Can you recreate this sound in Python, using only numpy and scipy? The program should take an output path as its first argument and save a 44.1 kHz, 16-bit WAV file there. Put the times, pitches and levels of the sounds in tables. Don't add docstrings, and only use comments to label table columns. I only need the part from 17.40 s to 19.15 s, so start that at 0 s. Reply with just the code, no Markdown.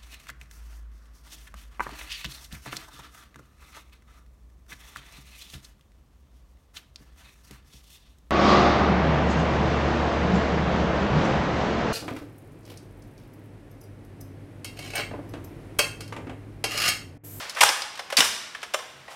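import sys
import numpy as np
from scipy import signal
from scipy.fft import rfft, irfft, next_fast_len
from scipy.io import wavfile
from scipy.ndimage import uniform_filter1d

SR = 44100
rng = np.random.default_rng(int(sys.argv[2]) if len(sys.argv) > 2 else 0)


def generate_wav(signal):
    frames = np.transpose(np.atleast_2d(signal))
    scaled = np.clip(frames, -1, 1) * 32767
    pcm = np.round(scaled).astype(np.int16)
    wavfile.write(sys.argv[1], SR, pcm)


N = 77175
T = np.arange(N) / SR

# freq_hz, gain_db
ROOM_TONE_EQ = [(25, -20), (45, -4), (70, 1.5), (130, -1), (250, -0.5), (600, 2), (2000, 0), (5000, -8.5),
                (10000, -17.5), (16000, -28)]
OPENING_TAIL_EQ = [(100, -10), (300, -17), (550, 2), (2000, 1.5), (5000, -3.5), (8000, -10), (15000, -21.5)]
REVERB_EQ = [(100, 7.5), (330, 2), (520, -0.5), (1000, -2.5), (2000, -4), (4500, 0), (9000, 0), (15000, 2)]
# freq_hz, t60_s
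REVERB_DECAY = [(150, 0.94), (530, 0.73), (1400, 1), (3700, 0.86), (9700, 0.61), (15000, 0.37)]
# pitch_hz, level_db, t60_s
ROOM_MODES = [(232.7, -2, 0.48), (74, -1, .25)]
# peak_s, pitch_hz, level_db, half_length_s
AIR_THUDS = [(.232, 303, -39, 0.0033), (0.238, 83, -46, 0.016), (.25, 168, -49, .012),
             (0.3, 317, -38.5, 0.0071), (0.79, 256, -26, 0.0048), (0.8, 270, -27, 0.004),
             (.797, 135, -38, 0.012), (.784, 70, -47, 0.015), (1.585, 135, -56.5, 0.048)]
# start_s, pitch_hz, level_db, t60_s
PART_PINGS = [(.096, 5270, -28, 0.031), (0.2113, 2220, -11, 0.034), (0.2122, 2730, -11.5, .025),
              (0.2153, 984, -9.5, 0.038), (.232, 861, -13, 0.036), (.2325, 1477, -8, 0.027),
              (0.2894, 5270, -10, 0.021), (.42, 5000, -30, 0.033), (.726, 556, -23, 0.063),
              (0.725, 1505, -24.5, 0.06), (0.7714, 4640, -4, 0.021), (.8043, 3660, -7.5, 0.02),
              (0.8064, 2926, -13.5, 0.054), (0.8045, 1930, -21, 0.05), (.821, 1570, -21, .06),
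              (1.148, 1785, -28, 0.051), (1.147, 1626, -32.5, 0.058), (1.679, 1930, -37.5, 0.064)]
# pitch_hz, level_db, t60_s
SLIDE_MODES = [(441, -11, 0.026), (543, -4, 0.055), (620, -4, 0.067), (724, -12, 0.044), (1074, -5, 0.04),
               (1192, -1.5, 0.056), (1448, -8.5, 0.053), (2692, -6, 0.032), (3060, -13, 0.085),
               (5420, -12, 0.064), (6160, -16, 0.06), (7160, -11, 0.05)]
SHELL_MODES = [(479, -4.5, 0.105), (766, -0.5, 0.1), (1010, -4, .07), (1193, -2, .09), (1417, 0, .07)]
FIRST_SPRING_MODES = [(882, -1, 0.38), (936, 2.5, 0.34), (1015, 0.5, 0.52), (1126, -7, 0.74),
                      (1512, -2, 0.45), (1584, 4.5, 0.32), (1606, 1.5, 0.44), (1695, 0, 0.65),
                      (2010, -8, 0.37), (2125, -11, 0.42), (2840, -1, 0.21), (3610, 4.5, 0.27),
                      (8950, -2, 0.45)]
SECOND_SPRING_MODES = [(776, -3, 0.35), (1210, -10, 0.3), (1410, 3.5, 0.43), (2334, -2.5, 0.84),
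                       (2700, 9, 0.27), (2823, -4, 0.73), (2770, 1, 0.61), (2993, 3.5, 0.46),
                       (3680, -10, 0.38), (4030, -2, 0.38), (4480, 3, 0.21), (5500, -7, 0.32),
                       (6600, -2, 0.33)]
# start_s, level_db
SLIDE_STOPS = [(1.3426, -17.5)]
SHELL_KNOCKS = [(.782, -25), (.805, -23.5)]
# freq_hz, gain_db
PLASTIC_EQ = [(40, -61), (150, -37.5), (300, -20.5), (520, -1.5), (860, 0.5), (1150, 2.5), (1350, 0.5),
              (1600, 2), (2000, 0.5), (3000, 0), (4400, -6), (5800, -4.5), (6400, -10), (9000, -11),
              (12500, -19), (15800, -29)]
CLACK_BANDS_HZ = (200, 600, 2000, 4600, 8000)
# start_s, level_db, attack_s, decay_constant_s, body_db, bite_db, treble_db
HANDLING_HITS = [(.0945, -33, 0.0018, 0.0086, -10, 17, 13.5), (.1485, -32.5, .001, 0.013, 6.5, 9, 4),
                 (.16, -18, .011, 0.02, -1.5, -10, -8), (.181, -23, 0.0089, 0.018, -3, 0, 0.5),
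                 (.419, -27, 0.00072, 0.0058, 8, 17.5, 7), (.552, -33, 0.005, 0.0067, -12, 8, 1),
                 (.573, -30, 0.0025, 0.0084, -7, 1, 0), (.59, -22.5, 0.0059, 0.008, 7, 0.5, -3),
                 (.7005, -21, 0.0028, 0.01, -2, -4, -3), (.7225, -16, 0.0032, 0.01, 1, -3.5, -3),
                 (1.147, -20, 0.003, 0.01, -12, -10.5, -12), (1.215, -36, 0.005, 0.0055, -15, 7.5, -3),
                 (1.2275, -21.5, 0.0032, 0.011, 1.5, -1.5, -3.5),
                 (1.337, -16.5, .0015, 0.0069, 2.5, 3.5, 1.5), (1.341, -13.5, 0.0043, 0.005, 5, -6.5, 1),
                 (1.385, -30.5, 0.0046, 0.017, 8, -1, -3), (1.679, -33.5, 0.003, 0.017, 7, -6, -9),
                 (1.69, -37.5, 0.021, 0.077, 7, -1.5, 1.5)]
FIRST_SHOT_HITS = [(.2055, -1.5, 0.0063, 0.0057, -7.5, -1, 3), (.215, -7.5, 0.0021, 0.019, 3, 1, 4.5),
                   (.231, -2, 0.0011, 0.0037, 6, -5, 1), (.2352, -1.5, 0.0012, 0.0033, 0, 0, 6),
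                   (.242, -16, 0.0026, 0.06, -1, 3.5, 4), (.2615, -18, .001, 0.0075, 4.5, 0, 3),
                   (.288, -14.5, 0.0025, 0.0067, 8, 6, 2)]
SECOND_SHOT_HITS = [(.7684, -6.5, 0.0013, 0.0072, -13, 6.5, 5.5), (.7775, -9.5, 0.0013, 0.0084, -8.5, 3, 3),
                    (.784, -9.5, 0.0027, 0.019, -5, 4.5, 6), (.8045, -4.5, 0.0017, 0.0047, -4, 6.5, 2.5),
                    (.821, -13, 0.0025, 0.0098, 4, -6, -4), (.839, -17, 0.0043, 0.024, -2.5, -1.5, 7.5)]


def from_db(db):
    return 10 ** (np.asarray(db) / 20)


def at_hz(curve, hz):
    freq_hz, values = np.transpose(curve)
    return np.interp(np.log(np.maximum(hz, 1)), np.log(freq_hz), values)


def eq(x, curve):
    half = next_fast_len(len(x))
    gain = from_db(at_hz(curve, np.linspace(0, SR / 2, half + 1)))
    cepstrum = irfft(np.log(gain))
    cepstrum[1:half] *= 2
    cepstrum[half + 1:] = 0
    return irfft(rfft(x, 2 * half) * np.exp(rfft(cepstrum)))[:len(x)]


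def add(out, start_s, x):
    i = max(int(start_s * SR), 0)
    out[i:i + len(x)] += x[:max(len(out) - i, 0)]


def thin_out(x, cutoff_hz=317):
    return signal.sosfilt(signal.butter(4, cutoff_hz, "high", fs=SR, output="sos"), x)


def ringing(modes, strikes, attack_s=0.0014):
    out = np.zeros(N)
    for start_s, strike_db in strikes:
        for pitch_hz, mode_db, t60_s in modes:
            t = T[:int(t60_s * SR)]
            envelope = from_db(strike_db + mode_db - 60 * t / t60_s) * np.minimum(t / attack_s, 1)
            add(out, start_s, rng.choice([-1, 1]) * envelope * np.sin(2 * np.pi * pitch_hz * t))
    return out


def room_tone(level_db=-43.5):
    return from_db(level_db) * eq(rng.standard_normal(N), ROOM_TONE_EQ)


def reflections(bands=14):
    spectrum = rfft(rng.standard_normal(N))
    freq_hz = np.linspace(1, SR / 2, N // 2 + 1)
    centres_hz = np.geomspace(100, 16000, bands)
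    tail = np.zeros(N)
    for centre_hz, weights in zip(centres_hz, np.eye(bands)):
        band = irfft(spectrum * at_hz(list(zip(centres_hz, weights)), freq_hz), N)
        tail += band * from_db(-60 * T / at_hz(REVERB_DECAY, centre_hz))
    return tail


def opening_tail(level_db=-28.5):
    return from_db(level_db) * eq(reflections(), OPENING_TAIL_EQ)


def reverb(send, build_s=0.005):
    build_up = 1 - np.exp(-(T / build_s) ** 2)
    response = eq(reflections() * build_up, REVERB_EQ)
    response /= np.sqrt(np.sum(response ** 2))
    return signal.fftconvolve(send, response)[:N]


def room_boom(start_s=0.85, level_db=-45.5):
    return ringing(ROOM_MODES, [(start_s, level_db)])


def air_thuds():
    out = np.zeros(N)
    for peak_s, pitch_hz, level_db, half_length_s in AIR_THUDS:
        t = T - peak_s
        swell = np.exp(-(t / half_length_s) ** 2)
        out += from_db(level_db) * swell * np.sin(2 * np.pi * pitch_hz * t)
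    return out


def part_pings():
    return sum(ringing([(pitch_hz, 0, t60_s)], [(start_s, level_db)])
               for start_s, pitch_hz, level_db, t60_s in PART_PINGS)


def hollow_knocks():
    return ringing(SHELL_MODES, SHELL_KNOCKS) + thin_out(ringing(SLIDE_MODES, SLIDE_STOPS))


def spring_ring(modes, release_s, level_db):
    return ringing(modes, [(release_s, level_db)])


def chatter(size, contacts_per_s=3500, spread_db=2, scrape_gain=0.36):
    contacts = (rng.random(size) < contacts_per_s / SR) * rng.choice([-1, 1], size)
    contacts = contacts * from_db(rng.normal(0, spread_db, size))
    contacts /= np.sqrt(np.mean(contacts ** 2) + 1e-20)
    texture = contacts + scrape_gain * rng.standard_normal(size)
    running_rms = np.sqrt(uniform_filter1d(texture ** 2, size=128) + 1e-9)
    return texture / running_rms


def plastic_clacks(hits, size=8192):
    out, t = np.zeros(N), T[:size]
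    for start_s, level_db, attack_s, decay_s, body_db, bite_db, treble_db in hits:
        envelope = np.minimum(t / attack_s, 1) * np.exp(-np.maximum(t - attack_s, 0) / decay_s)
        tone = list(zip(CLACK_BANDS_HZ, (0, body_db, 0, bite_db, treble_db)))
        add(out, start_s, from_db(level_db) * eq(chatter(size) * envelope, tone))
    return eq(out, PLASTIC_EQ)


def scene():
    first_shot = plastic_clacks(FIRST_SHOT_HITS)
    second_shot = plastic_clacks(SECOND_SHOT_HITS)
    handling = thin_out(plastic_clacks(HANDLING_HITS))
    thuds = air_thuds()
    springs = spring_ring(FIRST_SPRING_MODES, release_s=0.231, level_db=-30)
    springs += spring_ring(SECOND_SPRING_MODES, release_s=0.772, level_db=-33)
    knocks_and_pings = hollow_knocks() + thin_out(part_pings())
    # layer, send_db
    sends = [(first_shot, -7), (second_shot, -4.5), (handling, -6.5),
             (thuds, -16.5), (knocks_and_pings, -15.5)]
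    wet = reverb(sum(from_db(send_db) * layer for layer, send_db in sends))
    direct = first_shot + second_shot + handling + thuds + springs + knocks_and_pings
    return (direct + wet + room_boom() + opening_tail() + room_tone())[None]


def record(dry, ceiling=0.85, low_cut_hz=45, high_cut_hz=15800):
    rounded = dry / (1 + (dry / ceiling) ** 8) ** (1 / 8)
    low_cut = signal.butter(2, low_cut_hz, "high", fs=SR, output="sos")
    high_cut = signal.ellip(10, .2, 70, high_cut_hz, fs=SR, output="sos")
    return signal.sosfilt(high_cut, signal.sosfilt(low_cut, rounded))


dry = scene()
out = record(dry)
generate_wav(out)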